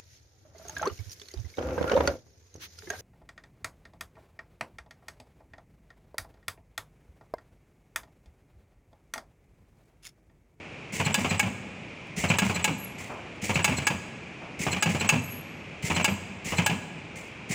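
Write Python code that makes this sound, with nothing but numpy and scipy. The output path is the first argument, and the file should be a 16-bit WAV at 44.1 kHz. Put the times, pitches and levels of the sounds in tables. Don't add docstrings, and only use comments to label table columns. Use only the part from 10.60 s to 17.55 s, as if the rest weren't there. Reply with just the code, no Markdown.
import sys
import numpy as np
from scipy import signal
from scipy.fft import rfft, irfft, next_fast_len
from scipy.io import wavfile
from scipy.ndimage import map_coordinates

SR = 44100
rng = np.random.default_rng(int(sys.argv[2]) if len(sys.argv) > 2 else 0)


def wrap_up_sound(samples):
    columns = np.atleast_2d(samples).T
    tamed = np.clip(columns, -1, 1)
    steps = np.round(tamed * 32767).astype(np.int16)
    wavfile.write(sys.argv[1], SR, steps)


N = 306406

# [f/Hz, level/dB per Hz]
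HALL_SPECTRUM = [(30, -10), (97, -2), (161, -1), (373, -6), (600, -9), (1000, -14), (1500, -16.5),
                 (1950, -15.5), (2410, -8.5), (3000, -16.5), (3820, -26.5), (6900, -31.5), (10000, -46.5),
                 (14000, -85)]
AIR_SPECTRUM = [(300, 12.5), (1500, -5), (2100, 15.5), (2800, 6.5), (3700, -2), (5500, 2), (7400, 6.5),
                (9000, -3), (10500, -5.5), (13000, -21), (15200, -2.5), (17000, -42)]
FRAME_SPECTRUM = [(45, -45), (70, -43), (95, 4.5), (150, 4), (220, -2), (300, -13.5), (600, -58)]
# [f/Hz, level/dB per Hz]
CLACK_SPECTRUM = [(60, -39), (100, -0.5), (230, 1.5), (300, -5), (600, -4.5), (950, -3.5), (1350, -11.5),
                  (1900, -20), (3000, -31), (8000, -52)]
JANGLE_SPECTRUM = [(700, -21), (1500, -9), (1950, -7), (2350, 2.5), (2950, -3), (3700, -17), (5200, -20.5),
                   (7000, -18), (10000, -32.5), (13000, -44), (15300, -28), (17000, -54)]
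CRACK_SPECTRUM = [(120, -30), (200, -5), (370, -11.5), (870, -1), (1400, -4), (1700, -3), (1950, -14),
                  (2250, -2), (2900, -2.5), (3700, -13), (5400, -12), (7600, -3.5), (12800, -28),
                  (15000, -12), (17000, -39)]
# [t/s, level/dB]
FAR_KNOCKS = [(2.403, -42), (2.495, -31), (3.817, -36.5)]
# [f/Hz, t60/s]
ROOM_DECAY = [(100, 2.12), (1000, 1.33), (3000, 0.9), (7000, 0.99), (11000, 0.64), (15000, 0.55)]
# [t/s, f/Hz, level/dB]
SQUEAL_CURVES = [
    [(2.17, 11400, -67), (2.198, 11500, -47), (2.25, 11300, -46), (2.3, 11300, -58), (2.31, 11300, -53)],
    [(4.61, 11500, -63), (4.62, 11200, -56), (4.654, 11900, -52), (4.68, 11760, -52), (4.692, 11600, -48),
     (4.802, 11560, -50), (4.83, 11800, -58)],
    [(5.48, 12200, -60), (5.504, 12400, -53), (5.532, 12300, -52), (5.56, 11900, -72)],
]
# [t/s, level/dB, hold/s, t60/s]
AIR_VENTS = [(1.4664, -37, 0.003, 0.04), (2.381, -26.5, 0.017, 0.42), (2.7554, -42, 0.003, 0.05),
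             (6.554, -30, 0.015, 0.43)]
# [f/Hz, level/dB]
SLIDE_PARTIALS = [(4150, -7.5), (7250, -7), (7800, -5.5), (12200, -25)]
# [f/Hz, width/Hz, level/dB]
HOLDER_MODES = [(849, 25, -8), (1656, 54, 0), (2244, 52, 1), (2655, 71, 3), (2900, 28, -2), (3526, 23, -5),
                (3974, 27, -7.5), (4837, 120, -4.5), (4870, 28, -22), (5100, 63, -17), (6000, 40, -46),
                (6640, 97, 2.5), (6940, 120, -12), (7340, 54, -33), (7870, 56, -3), (8570, 49, -11)]
# [landing t/s, snap t/s, valve level/dB, head level/dB, snap level/dB]
WELD_STROKES = [(0.399, 0.542, -2, 0.5, -9), (0.645, 0.7944, -3.5, -2, -10.5),
                (1.638, 1.7851, -0.5, 2, -9.5), (1.896, 2.0419, -3.5, -3, -8.5),
                (2.893, 3.0434, -0.5, 0.5, -7), (3.12, 3.268, -8, -5.5, -9.5),
                (4.066, 4.224, -0.5, 0.5, -9), (4.347, 4.4898, -3, -1, -6.5), (5.3, 5.444, 1, 1, -8),
                (5.921, 6.0617, -1.5, 0, -8.5), (6.966, 7.11, 2.5, 0, -8.5)]
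# [t after landing/s, clack level/dB, steel jangle level/dB,
# frame thump level/dB, thump f/Hz, bench boom level/dB]
PRESS_BLOWS = [(0, -20, -24, -33, 150, -31), (0.0625, -23.5, -21.5, -26, 172, -32),
               (0.098, -25.5, -27, -33, 200, -46)]
# [t after snap/s], then the same columns
REBOUND_BLOWS = [(0.034, -22.5, -24.5, -25.5, 185, -41), (0.066, -31, -34, -28.5, 215.6, -34)]

REST_S = 0.3
CLICK_LEAD_S, PUFF_LEAD_S, HISS_LEAD_S = 0.077, 0.065, 0.055
CLICK_DB, HISS_DB, JOLT_DB = -23, -31, -26
CLICK_T60_S = 0.26
SQUEAK_AFTER_S, SQUEAK_S, SQUEAK_DB = 0.044, 0.033, -30
BLOW_SCATTER_DB, PITCH_SCATTER = 1.5, 0.071
TOP_HZ = 16100


def amp(db):
    return 10 ** (np.asarray(db) / 20)


def unit(x):
    return x / np.sqrt(np.mean(x ** 2) + 1e-20)


def along(points, hz):
    f, value = np.transpose(points)
    return np.interp(np.log(hz + 1), np.log(f + 1), value)


def filtered(x, response):
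    size = next_fast_len(len(x) + 8192)
    spectrum = rfft(x, size) * response(np.fft.rfftfreq(size, 1 / SR))
    return irfft(spectrum, size)[:len(x)]


def noise(spectrum, size):
    return unit(filtered(rng.standard_normal(size), lambda hz: amp(along(spectrum, hz))))


def band(centre_hz, width_hz, size):
    def peak(hz):
        return 1 / (1 + (2 * (hz - centre_hz) / width_hz) ** 2)
    return unit(filtered(rng.standard_normal(size), peak))


def wobble(rate, size):
    knots = rng.standard_normal(int(size * rate / SR) + 4)
    return map_coordinates(knots, [np.arange(size) * rate / SR])


def tone(hz):
    return np.sin(2 * np.pi * (np.cumsum(hz) / SR + rng.random()))


def burst(t, rise, hold, t60):
    return (1 - np.exp(-t / rise)) * amp(-60 * np.maximum(t - hold, 0) / t60)


def add(track, s, sound):
    part = track[max(round(s * SR), 0):][:len(sound)]
    part += sound[:len(part)]


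def hall():
    drone = noise(HALL_SPECTRUM, N) * amp(0.16 * wobble(7, N))
    whirr = band(centre_hz=2390, width_hz=670, size=N)
    out = amp(-43.0) * drone + amp(-51) * whirr
    t = np.arange(SR // 2) / SR
    for s, db in FAR_KNOCKS:
        knock = band(centre_hz=694, width_hz=1100, size=len(t)) * burst(t, rise=0.0019, hold=0.012, t60=0.71)
        add(out, s, amp(db - 6.5) * knock)
    return out


def echo(x):
    hz, t, cells = signal.stft(rng.standard_normal(SR), SR, nperseg=256)
    decay = amp(-60 * t / along(ROOM_DECAY, hz)[:, None])
    tail = signal.istft(cells * decay, SR, nperseg=256)[1]
    tail = np.pad(tail / np.linalg.norm(tail), (round(.02 * SR), 0))
    return signal.fftconvolve(x, tail)[:N]


def squeals():
    out = np.zeros(N)
    for rows in SQUEAL_CURVES:
        s, hz, db = np.transpose(rows)
        t = np.arange(s[0], s[-1], 1 / SR)
        pitch = np.interp(t, s, hz) + 90 * wobble(39.9, len(t))
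        whistle = tone(pitch + 130 * wobble(600, len(t)))
        hiss = .7 * tone(pitch) * wobble(900, len(t))
        level = amp(np.interp(t, s, db) + 2.5 + 3.2 * wobble(154.0, len(t)))
        add(out, s[0], level * (whistle + hiss) * signal.windows.tukey(len(t), .15))
    return out


def spit(t, db, hold, t60):
    air = noise(AIR_SPECTRUM, len(t)) * amp(2.0 * wobble(196, len(t)))
    return amp(db - 13.5) * air * burst(t, rise=0.0037, hold=hold, t60=t60)


def thump(t, pitch_hz, hold, t60):
    pitch = pitch_hz * np.exp(0.082 * wobble(37.9, len(t)))
    push = np.sin(2 * np.pi * np.cumsum(pitch) / SR)
    return (push + 0.57 * noise(FRAME_SPECTRUM, len(t))) * burst(t, rise=0.0025, hold=hold, t60=t60)


def valve():
    out, t = np.zeros(N), np.arange(SR // 2) / SR
    last_snap_s = -np.inf
    for land_s, snap_s, valve_db, _, _ in WELD_STROKES:
        if land_s - last_snap_s > REST_S:
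            add(out, land_s - CLICK_LEAD_S, spit(t, CLICK_DB, hold=0.026, t60=CLICK_T60_S))
        flutter = amp(1.9 * wobble(302, len(t)) + 2.0 * wobble(48, len(t)))
        hiss = noise(AIR_SPECTRUM, len(t)) * flutter * burst(t, rise=0.0018, hold=0.0054, t60=0.46)
        add(out, land_s - HISS_LEAD_S, amp(valve_db + HISS_DB) * hiss)
        jolt = thump(t, pitch_hz=185, hold=0.0092, t60=0.024)
        add(out, land_s - PUFF_LEAD_S, amp(valve_db + JOLT_DB) * jolt)
        last_snap_s = snap_s
    for s, db, hold, t60 in AIR_VENTS:
        add(out, s, spit(t, db, hold, t60))
    return out


def slide():
    out = np.zeros(N)
    for land_s, snap_s, _, _, snap_db in WELD_STROKES:
        size = round(SQUEAK_S * SR)
        squeak = np.zeros(size)
        for hz, level in SLIDE_PARTIALS:
            partial = tone(hz + 90 * wobble(460, size))
            squeak += amp(level) * partial * amp(2.4 * wobble(210, size))
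        scrape = amp(-8) * noise(AIR_SPECTRUM, size)
        rub = (squeak + scrape) * signal.windows.tukey(size, .7)
        add(out, land_s + SQUEAK_AFTER_S, amp(SQUEAK_DB) * rub)
        size = round(0.016 * SR)
        chirp = tone(np.linspace(8000, 7550, size) + 70 * wobble(530, size))
        add(out, snap_s - .018, amp(snap_db - 22) * chirp * signal.windows.hann(size))
    return out


def ring(t, hold, t60, tilt_db):
    hz, width, level = np.transpose(HOLDER_MODES)[:, :, None]
    gain, detune = rng.standard_normal((2, len(HOLDER_MODES), 1))
    pitch = hz + 0.13 * width * detune * np.sqrt(hz / 1000)
    waves = np.sin(2 * np.pi * (pitch * t + rng.random(hz.shape)))
    strength = amp(level + 2.5 * gain + tilt_db * np.log2(hz / 2000))
    envelope = burst(t, rise=0.0039, hold=hold, t60=t60 / np.sqrt(hz / 1000))
    return np.sum(strength * waves * envelope, axis=0)


def chatter(t, spread_s, t60, later_db, count):
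    starts = np.append(0, spread_s * (np.arange(count) + rng.random(count)) / count)[:, None]
    sizes = np.append(0, later_db + 2 * rng.standard_normal(count))[:, None]
    contacts = amp(sizes) * burst(np.maximum(t - starts, 0), rise=0.00063, hold=0, t60=t60)
    return np.linalg.norm(contacts, axis=0)


def blow(clack_db, jangle_db, thump_db, pitch_hz, boom_db):
    t = np.arange(SR // 5) / SR
    contacts = chatter(t, spread_s=0.0198, t60=0.036, later_db=-4.5, count=3)
    shake = np.hypot(contacts, amp(-7) * burst(t, rise=0.0029, hold=0.014, t60=0.18))
    clack = amp(clack_db - 3) * noise(CLACK_SPECTRUM, len(t)) * shake
    steel = noise(JANGLE_SPECTRUM, len(t)) * amp(0.78 * wobble(716, len(t)))
    jangle = amp(jangle_db - 2.0) * steel * shake
    holder = amp(jangle_db - 13.5) * ring(t, hold=0.0053, t60=0.073, tilt_db=-3.0)
    frame_hz = pitch_hz * np.exp(PITCH_SCATTER * rng.normal())
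    frame = amp(thump_db + 1) * thump(t, frame_hz, hold=0.0081, t60=0.19)
    bench = tone(np.full(len(t), 92) * np.exp(0.047 * rng.normal()))
    boom = amp(boom_db) * bench * burst(t, rise=0.014, hold=0.038, t60=0.19)
    return amp(BLOW_SCATTER_DB * rng.normal()) * (clack + jangle + holder + frame + boom)


def knocks():
    out = np.zeros(N)
    for land_s, snap_s, _, head_db, _ in WELD_STROKES:
        for after_s, *colour in PRESS_BLOWS:
            add(out, land_s + after_s, amp(head_db) * blow(*colour))
        for after_s, *colour in REBOUND_BLOWS:
            add(out, snap_s + after_s, blow(*colour))
    return out


def snaps():
    out, t = np.zeros(N), np.arange(SR // 4) / SR
    for _, s, _, _, db in WELD_STROKES:
        sharp = burst(t, rise=0.00017, hold=0.0024, t60=0.027)
        body = amp(-9) * burst(t, rise=0.0052, hold=0.015, t60=0.052)
        add(out, s, amp(db - 11.5) * noise(CRACK_SPECTRUM, len(t)) * (sharp + body))
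        rattle = noise(JANGLE_SPECTRUM, len(t)) * burst(t, rise=0.0042, hold=0.01, t60=0.033)
        add(out, s, amp(db - 15.0) * rattle)
        add(out, s, amp(db - 15.5) * ring(t, hold=0.0036, t60=0.15, tilt_db=-2.5))
    return out


def scene():
    motion = knocks() + valve() + slide() + squeals()
    welds = snaps()
    lull = np.zeros(N)
    for _, snap_s, *_ in WELD_STROKES:
        add(lull, snap_s - .016, signal.windows.hann(round(0.014 * SR)))
    clatter = (motion + amp(-14.0) * echo(motion + welds)) * amp(-3 * lull)
    mono = welds + clatter + hall()
    return np.array([mono, mono])


def record(dry):
    bass_cut = signal.butter(2, 68, "highpass", fs=SR, output="sos")
    x = signal.sosfilt(bass_cut, dry)
    x = x / (1 + np.abs(x / .42) ** 6) ** (1 / 6)
    top_cut = signal.ellip(10, .1, 80, TOP_HZ, fs=SR, output="sos")
    return signal.sosfilt(top_cut, x)


dry = scene()
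out = record(dry)
wrap_up_sound(out)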